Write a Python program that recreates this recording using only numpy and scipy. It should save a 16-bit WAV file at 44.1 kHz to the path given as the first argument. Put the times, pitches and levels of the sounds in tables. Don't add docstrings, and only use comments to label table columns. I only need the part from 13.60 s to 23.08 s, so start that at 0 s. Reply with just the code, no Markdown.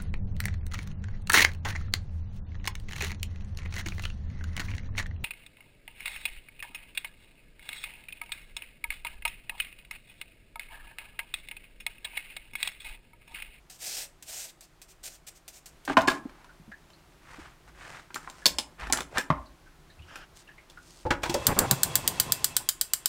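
import sys
import numpy as np
from scipy import signal
from scipy.io import wavfile
from scipy.ndimage import uniform_filter1d

SR = 44100
rng = np.random.default_rng(int(sys.argv[2]) if len(sys.argv) > 2 else 0)


def master_out(mix):
    frames = np.transpose(np.atleast_2d(mix))
    ceiling = np.clip(frames, -1, 1)
    pcm = np.round(ceiling * 32767).astype(np.int16)
    wavfile.write(sys.argv[1], SR, pcm)


N = 418068


def gain_of(db):
    return 10 ** (np.asarray(db) / 20)


def evened(x):
    return x / np.sqrt(np.mean(x ** 2) + 1e-20)


def read(points, hz):
    point_hz, value = np.transpose(points)
    return np.interp(np.log(hz + 1), np.log(point_hz + 1), value)


def add(mix, start_s, sound):
    part = mix[round(start_s * SR):][:len(sound)]
    part += sound[:len(part)]


def coloured(x, points, size=2048):
    gain_db = np.maximum(read(points, abs(np.fft.fftfreq(size, 1 / SR))), -90)
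    log_gain = np.log(gain_of(gain_db))
    phase = -signal.hilbert(log_gain).imag
    taps = np.fft.ifft(np.exp(log_gain + 1j * phase)).real
    return signal.oaconvolve(x, taps[:size // 2])[:len(x)]


def noise_of(points):
    return evened(coloured(rng.standard_normal(N), points, size=8192))


def grains(per_s, spread_db):
    size = gain_of(spread_db * np.minimum(rng.exponential(1, N), 5)) * rng.standard_normal(N)
    return evened(size * (rng.random(N) < per_s / SR))


def wobble(window_ms, rms_db):
    window = max(int(window_ms * SR / 1000), 2)
    return gain_of(rms_db * evened(uniform_filter1d(rng.standard_normal(N), window)))


def strokes(rows, edge):
    out = np.zeros(N)
    for row in rows:
        start_s, end_s, level_db = row[:3]
        shape = signal.windows.tukey(round((end_s - start_s) * SR), min(edge, 1))
        add(out, start_s, gain_of(level_db) * shape)
    return out


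def murmurs(starts_s, db, hz, width_hz, envelopes):
    out = np.zeros(N)
    for start_s, level_db, f, w, shape in zip(starts_s, db, hz, width_hz, envelopes):
        peak = signal.iirpeak(f, f / w, SR)
        noise = rng.standard_normal(2 * len(shape))
        narrow = signal.lfilter(*peak, signal.lfilter(*peak, noise))[len(shape):]
        add(out, start_s, gain_of(level_db) * evened(narrow * shape) * np.sqrt(np.mean(shape ** 2)))
    return out


# frequency in Hz, relative level in dB.
AIR_SPECTRUM = [(12, -44), (20, 8), (42, 5.5), (113, -6.5), (157, 1), (208, -11), (363, -4.5), (441, -13.5),
                (651, -11), (1080, -13), (1420, -14), (8690, -27.5), (15600, -33.5)]
AIR_DB = -57
QUIETER_UNTIL_S, QUIETER_DB = 2.1, -3.5


def room_air():
    air = gain_of(AIR_DB) * noise_of(AIR_SPECTRUM) * wobble(89, 0.27)
    return air * gain_of(np.where(np.arange(N) < QUIETER_UNTIL_S * SR, QUIETER_DB, 0))


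# frequency in Hz, relative level in dB.
SUGAR_SPECTRUM = [(250, -26), (700, -8), (1080, -22), (1500, -14), (2500, -9), (3500, -9.5), (4800, -7.5),
                  (6500, -6.5), (8600, -5.5), (10200, -15), (12000, -11.5), (15600, -16)]
# start in seconds, end in seconds, level in dB, brightest band in Hz.
DRAGS = [(0.089, 0.187, -56.5, 6000), (0.172, 0.486, -39, 5200), (0.647, 0.897, -41.5, 6940),
         (0.876, 0.916, -51.5, 3830), (1.013, 1.066, -60, 5000), (1.277, 1.337, -57, 6500),
         (1.427, 1.496, -42, 7400), (1.476, 1.582, -55.5, 6000), (1.664, 1.701, -45, 8000),
         (1.744, 1.79, -58.5, 5970), (1.919, 2.004, -53.5, 6960), (2.054, 2.106, -60, 6000)]
# start in seconds, level at onset in dB.
PATS = [(0.0987, -44), (0.6253, -43), (1.008, -46.5), (1.2167, -43), (1.8795, -39), (2.058, -44.5),
        (2.2509, -42)]
PAT_DECAY_S = 0.011
BRIGHT_DB, BRIGHT_WIDTH = -3.5, .45


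def sugar():
    t = np.arange(SR // 8) / SR
    force = strokes(DRAGS, 0.52)
    for start_s, db in PATS:
        add(force, start_s, gain_of(db) * np.exp(-t / PAT_DECAY_S))
    start_s, end_s, db, hz = np.transpose(DRAGS)
    swells = [np.hanning(round(SR * length_s)) for length_s in end_s - start_s]
    bright = murmurs(start_s, db + BRIGHT_DB, hz, BRIGHT_WIDTH * hz, swells)
    crush = evened(coloured(grains(16000, 0.29), SUGAR_SPECTRUM))
    return (force * crush + bright) * wobble(13, 1.0)


# frequency in Hz, relative level in dB.
RUB_SPECTRUM = [(150, -9), (300, -19.5), (650, -11), (950, -11.5), (2200, -12.5), (5000, -6), (8800, -8.5),
                (10500, -18.5), (15600, -25)]
# start in seconds, end in seconds,
# level in dB and treble level in dB before the layer gains, loudest band in Hz, place of the middle 0-1.
CHAFES = [(2.27, 2.353, -32, -52, 1910, 0.43), (2.389, 2.477, -34, -62, 1100, 0.2),
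          (2.497, 2.626, -37, -51, 1150, 0.14), (2.598, 3.021, -55.5, -84.5, 1000, 0.38),
          (3.56, 3.988, -47.5, -63.5, 1400, 0.54), (4.068, 4.115, -48, -66, 1200, 0.47),
          (4.126, 4.504, -44, -59.5, 1500, 0.45), (4.478, 5.114, -53, -62, 1360, 0.39),
          (5.18, 5.332, -37, -63, 1420, 0.33), (5.33, 5.464, -35.5, -50, 1100, 0.22),
          (5.481, 5.564, -42, -62, 504, 0.7), (5.532, 5.62, -30.5, -53, 935, 0.52),
          (5.705, 5.918, -52, -81, 1100, 0), (6.375, 6.675, -51, -67, 1000, 0.61),
          (6.727, 6.85, -59.5, -56.5, 1700, 0.48), (7.05, 7.5, -66, -59.5, 403, 0.66)]
SWELL_SHARE = .65
DULL_GAIN, BAND_GAIN = 0.45, 0.38


def chafing():
    rub = coloured(grains(7000, 2.4) * wobble(11, 1.3), RUB_SPECTRUM)
    dull = evened(signal.lfilter(*signal.butter(4, 2100, fs=SR), rub))
    grit = evened(signal.lfilter(*signal.butter(2, 2500, "high", fs=SR), rub))
    start_s, end_s, db, treble_db, hz, middle = np.transpose(CHAFES)
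    bend = np.log(.5) / np.log(np.clip(middle, .05, .95))
    shapes = []
    for length_s, power in zip(end_s - start_s, bend):
        place = np.linspace(0, 1, round(SR * length_s)) ** power
        shapes.append(np.clip(np.minimum(place, 1 - place) * 2 / SWELL_SHARE, 0, 1) ** 1.5)
    low, high = np.zeros((2, N))
    for at_s, low_db, high_db, shape in zip(start_s, db, treble_db, shapes):
        add(low, at_s, gain_of(low_db) * shape)
        add(high, at_s, gain_of(high_db) * shape)
    band = murmurs(start_s, db, hz, 1.0 * hz, shapes) * wobble(5.5, 3.9)
    return (DULL_GAIN * low * dull + high * grit + BAND_GAIN * band) * wobble(37, 1.1)


def tilt_db(hz, treble_db):
    treble = (treble_db + 7.5) * np.clip(np.log(hz / 1800) / np.log(2.4), 0, 1.5)
    bass = 0.5 * (treble_db + 19.0) * np.clip(np.log(700 / hz), 0, 1)
    return treble - bass


# frequency in Hz, relative level in dB.
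CRACK_SPECTRUM = [(80, -51.5), (170, -26.5), (320, -11.5), (700, 10.5), (1500, 5.5), (4000, 7), (8000, 3),
                  (11000, -8), (15500, -7.5)]
RATTLE_DB = -18
HARDER = 0.51
SCATTER_DB, DETUNE = 2.5, .015


def blows(rows, modes, contact_s, crack_db, rattle_s):
    out, t = np.zeros(N), np.arange(SR // 6) / SR
    mode_hz, mode_db, t60_s = np.transpose(modes)[:, :, None]
    crack_hz, crack_shape_db = np.transpose(CRACK_SPECTRUM)
    draws = rng.standard_normal((len(rows), 3, len(t)))
    for (start_s, peak_db, treble_db, spot_hz), draw in zip(rows, draws):
        touch_s = contact_s * gain_of(min(-HARDER * (treble_db + 14), 1))
        lumps = gain_of(RATTLE_DB + 4 * evened(uniform_filter1d(draw[1], size=120)))
        fade = np.exp(-t / touch_s) + lumps * np.exp(-t / rattle_s)
        push = draw[0] * (1 - np.exp(-3 * t / touch_s)) * fade

        scatter, detune = draw[2, :2 * len(modes)].reshape(2, -1, 1)
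        hz = mode_hz * (1 + DETUNE * detune)
        near = np.exp(-(np.log(hz / spot_hz) / .25) ** 2)
        ring_db = mode_db + 8 * near + SCATTER_DB * scatter + tilt_db(hz, treble_db)
        decay_db = -60 * t / (t60_s * (.5 + .45 * near))
        ring = (gain_of(ring_db + decay_db) * np.sin(2 * np.pi * hz * t)).sum(0)
        sound = signal.fftconvolve(push, ring)

        near_db = 9 * np.exp(-(np.log(crack_hz / spot_hz) / 0.55) ** 2)
        spectrum_db = crack_shape_db + tilt_db(crack_hz, treble_db) + near_db
        crack = coloured(push, np.transpose([crack_hz, spectrum_db]))
        add(sound, 0, gain_of(crack_db) * crack)
        add(out, start_s, gain_of(peak_db) * sound / abs(sound).max())
    return out


# start in seconds, peak in dB before the low cut,
# treble against the whole in dB, best-ringing spot in Hz.
PAN_KNOCKS = [(2.277, -19.5, -34.5, 314), (2.298, -16, -37.5, 295), (2.369, 0, -22, 1256),
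              (2.375, -6, -24, 666), (2.387, -18, -16.5, 886), (2.409, -24, -19.5, 4380),
              (2.417, -27, 4, 4400), (2.474, -19.5, -16, 5300), (2.478, -7.5, -19, 1184),
              (2.483, -7.5, -13.5, 1440), (2.501, -20, -12, 3640), (2.517, -22, -12, 1100),
              (2.694, -41.5, -22, 5300), (2.844, -40.5, -13, 317), (3.302, -44.5, -11.5, 2960),
              (4.504, -36.5, -27.5, 1360), (4.544, -23.5, -2.5, 1720), (4.556, -26.5, -5.5, 7000),
              (4.559, -24, -26.5, 1386), (4.645, -40, -31.5, 1390), (4.674, -27.5, -38.5, 1070),
              (4.699, -28.5, -4.5, 1080), (4.857, -3, -4, 4520), (4.863, -10.5, -1.5, 2500),
              (4.985, -12.5, -8, 5340), (5.199, -44.5, 2, 5300), (5.209, -34.5, -17, 3640),
              (5.236, -38, -16, 2490), (5.27, -27, -14, 1850), (5.298, -21, -17.5, 990),
              (5.3245, -6, -5, 8500), (5.331, -14, -7, 7500), (5.333, -17, -27, 1670),
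              (5.339, -32, 1, 9950), (5.373, -17, -5.5, 262), (5.406, -17, -6.5, 1250),
              (5.572, -14, -17.5, 1750), (5.582, -12, -6, 1720), (5.702, -8.5, -38, 1100),
              (6.557, -30, -9.5, 1470), (7.099, -39.5, -6, 4400), ]
# frequency in Hz, relative level in dB, t60 in seconds before spot scaling.
PAN_MODES = [(291, -6, .06), (375, -8, .07), (673, -3, .06), (890, -2, .04), (1044, 0, .05),
             (1184, -5, .04), (1390, -3, .04), (1610, -5, .05), (1780, -5, .05), (2490, -6, .03),
             (3040, -7, .04), (3640, -7, .04), (4400, -9, .04), (5300, -8, .05), (7500, -6, .03),
             (9950, -13, .14), (13400, -15, .2)]


def pan_knocks():
    pan = blows(PAN_KNOCKS, PAN_MODES, contact_s=0.0022, crack_db=23.94, rattle_s=0.016)
    return signal.lfilter(*signal.butter(3, 210, "high", fs=SR), pan)


# start in seconds, level in dB, pitch in Hz.
THUMPS = [(2.37, -31, 90), (2.654, -27, 274), (2.991, -43.5, 169), (3.079, -39, 209), (3.783, -32, 290),
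          (3.799, -51, 67.8), (4.047, -53, 53.6), (4.241, -57, 127), (4.863, -38, 60.6),
          (5.22, -35.5, 50.7), (5.378, -45, 61.4), (5.702, -19.5, 156), (5.709, -35, 59.3),
          (6.377, -41, 75), (7.46, -44, 45), (7.749, -43, 44.7), (8.114, -21.5, 134.4)]
THUMP_T60_S, THUMP_DAMPING = 0.23, 1.5
RUMBLE_DB = -4.0


def thumps():
    start_s, db, hz = np.transpose(THUMPS)
    t60_s = THUMP_T60_S * (100 / hz) ** THUMP_DAMPING
    t, out = np.arange(SR // 2) / SR, np.zeros(N)
    fades = (1 - np.exp(-t * 2.0 * hz[:, None])) * gain_of(-60 * t / t60_s[:, None])
    for at_s, level_db, f, fade in zip(start_s, db, hz, fades):
        add(out, at_s, gain_of(level_db) * fade * np.sin(2 * np.pi * f * t))
    return out + gain_of(RUMBLE_DB) * murmurs(start_s, db, hz, 0.44 * hz, fades)


# start in seconds, level in dB, pitch in Hz.
SQUEAKS_AND_RINGS = [(2.891, -50, 1480), (3.116, -40, 1730), (3.33, -57.5, 4300), (4.82, -47, 1680),
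                     (5.583, -28.5, 1670), (5.855, -57, 4260), (6.06, -53.5, 1470), (6.39, -55, 2630),
                     (6.42, -52.5, 2970), (6.294, -57, 1780), (6.30, -57.5, 4000), (6.873, -52.5, 2740),
                     (6.887, -47, 1730), (6.978, -48, 2140), (7.172, -43.5, 1435)]
RISE_S, FADE_S, BAND_WIDTH = .002, .021, .14
TICK_DB, TICK_FADE_S = -5, 0.0068


def squeaks_and_rings():
    start_s, db, hz = np.transpose(SQUEAKS_AND_RINGS)
    t = np.arange(SR // 4) / SR
    rise = 1 - np.exp(-t / RISE_S)
    tick_shapes = [rise * np.exp(-t / TICK_FADE_S)] * len(hz)
    band_shapes = [rise * np.exp(-t / FADE_S)] * len(hz)
    ticks = murmurs(start_s, db + TICK_DB, 0.59 * hz, 1.56 * hz, tick_shapes)
    return ticks + murmurs(start_s, db, hz, BAND_WIDTH * hz, band_shapes)


# frequency in Hz, level in dB.
SQUEAL_BANDS = [(1500, -54), (2820, -57.5), (5130, -65.5)]
SQUEAL_START_S, SQUEAL_END_S = 6.46, 6.67


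def squeal():
    hz, db = np.transpose(SQUEAL_BANDS)
    shape = signal.windows.tukey(round((SQUEAL_END_S - SQUEAL_START_S) * SR), .4)
    return murmurs([SQUEAL_START_S] * len(hz), db, hz, 0.28 * hz, [shape] * len(hz))


# start in seconds, peak in dB, treble against the whole in dB,
# best-ringing spot in Hz.
KNOB_KNOCKS = [(7.452, -21.5, -60, 560), (7.462, -24, -20, 680), (7.505, -9.5, -18, 1620),
               (7.514, -28, -24, 1730), (7.632, -15.5, -11.5, 1730), (7.655, -22, -15, 1100),
               (7.695, -16.5, -11, 383), (7.741, -13.5, -5.5, 580), (7.747, -15.5, -41, 440),
               (8.999, -37.5, -16, 910)]
# frequency in Hz, relative level in dB, t60 in seconds before spot scaling.
STOVE_MODES = [(144, -13, 0.13), (349, 0, 0.12), (554, 7, 0.047), (869, 5, 0.093), (958, 2, 0.061),
               (1660, -14, 0.048)]


def knob_knocks():
    return blows(KNOB_KNOCKS, STOVE_MODES, contact_s=0.0079, crack_db=26.6, rattle_s=0.018)


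# time in seconds, flow as hiss level in dB.
GAS_FLOW = [(7.621, -54), (7.7, -47), (8.13, -46), (8.7, -47), (9.0, -53), (9.15, -62.5), (9.48, -60)]
# frequency in Hz, relative level in dB.
HISS_SPECTRUM = [(500, -38), (1100, 0), (2000, 1), (4000, -3), (8000, -7), (15600, -25)]
# pitch in Hz, width in Hz, level against the hiss in dB.
JETS = [(1050, 31, -4), (2652, 26, -8.5), (3310, 49, -11)]
# frequency in Hz, relative level in dB.
ROAR_SPECTRUM = [(24, -84), (40, -10.5), (130, 0), (211, -9), (616, -12), (1050, -10), (1590, -25.5),
                 (2500, -26), (3250, -63), (5500, -120)]
# start in seconds, end in seconds, level in dB.
PUFFS = [(7.87, 7.94, -26.5), (7.955, 8.07, -27.5), (8.1, 8.145, -30)]
# frequency in Hz, relative level in dB.
PUFF_SPECTRUM = [(50, -5), (130, -4), (330, -5.5), (900, -7.5), (1500, -14), (2500, -22.5), (6000, -72)]
FULL_FLOW_DB, ROAR_DB, ROAR_PER_DB = -46.5, -40.5, 2


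def burner():
    gas = rng.standard_normal(N)
    flow_db = np.interp(np.arange(N) / SR, *np.transpose(GAS_FLOW), left=-200)
    whistles = np.zeros(N)
    for hz, width_hz, db in JETS:
        peak = signal.iirpeak(hz, hz / width_hz, SR)
        whistles += gain_of(db) * evened(signal.lfilter(*peak, gas))
    hiss = gain_of(flow_db) * (evened(coloured(gas, HISS_SPECTRUM)) + whistles) * wobble(9.8, 0.63)
    flame = gain_of(ROAR_DB + ROAR_PER_DB * (flow_db - FULL_FLOW_DB))
    roar = flame * noise_of(ROAR_SPECTRUM) * wobble(25, 2.2)
    puffs = strokes(PUFFS, 0.38) * noise_of(PUFF_SPECTRUM) * wobble(8.6, 0.81)
    return hiss + roar + puffs


# frequency in Hz, relative level in dB.
SPARK_SPECTRUM = [(180, -92), (300, -30.5), (884, -23.5), (1140, -23.5), (1470, -15), (2650, -21.5),
                  (3030, -10.5), (4100, -10.5), (4540, -9.5), (6360, -12), (7290, -4), (11100, -13),
                  (14600, -7), (15300, -13.5), (16900, -23)]
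FIRST_SPARK_S, SPARK_GAP_S, GAP_GROWTH_S = 7.8683, .12137, .000146
SPARK_DB, SPARK_SAG_DB, SPARK_SPREAD_DB = 10.5, -0.26, .5
UNLIKE = .9


def igniter():
    out, t = np.zeros(N), np.arange(2048) / SR
    near_echo = 0.22 * np.exp(-t / 0.0018)
    late_echo = 0.033 * (t > .0032) * np.exp(-(t - .0032) / 0.0047)
    long_echo = 0.066 * np.exp(-t / 0.0075)
    echoes = near_echo + late_echo + long_echo
    alike = rng.standard_normal(len(t))
    for k, draw in enumerate(rng.standard_normal((14, len(t)))):
        start_s = FIRST_SPARK_S + k * (SPARK_GAP_S + k * GAP_GROWTH_S / 2)
        db = SPARK_DB + k * SPARK_SAG_DB + SPARK_SPREAD_DB * draw[-1]
        snap = coloured((t == 0) + (alike + UNLIKE * draw) * echoes, SPARK_SPECTRUM)
        add(out, start_s, gain_of(db) * snap / np.linalg.norm(snap))
    return out


# frequency in Hz, t60 in seconds.
KITCHEN_T60 = [(200, 0.5), (1000, 0.34), (4000, 0.16), (9000, 0.22), (15000, 0.14)]


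def kitchen(x):
    taps = np.zeros(SR // 2)
    at = np.arange(300, len(taps) - 20, 20)
    taps[at + rng.integers(0, 20, len(at))] = rng.choice([-1., 1.], len(at))
    hz, t, bands = signal.stft(taps, SR, nperseg=256)
    decay = gain_of(-60 * t / read(KITCHEN_T60, hz)[:, None])
    tail = signal.istft(bands * decay, SR, nperseg=256)[1]
    return signal.oaconvolve(x, tail / np.linalg.norm(tail))[:N]


def scene():
    spoon, pan, knob, sparks = sugar(), pan_knocks(), knob_knocks(), igniter()
    to_walls = gain_of(-10.0) * spoon + gain_of(-11.5) * pan + gain_of(-13.5) * (knob + sparks)
    direct = spoon + pan + knob + sparks
    narrow = squeaks_and_rings() + squeal()
    return (direct + kitchen(to_walls) + chafing() + narrow + thumps() + burner() + room_air())[None]


def record(dry):
    held = np.clip(dry, -.9, .9)
    low_pass = signal.firwin(121, 15950, window=("kaiser", 9), fs=SR)
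    return signal.oaconvolve(held, low_pass[None], "same")


dry = scene()
out = record(dry)
master_out(out)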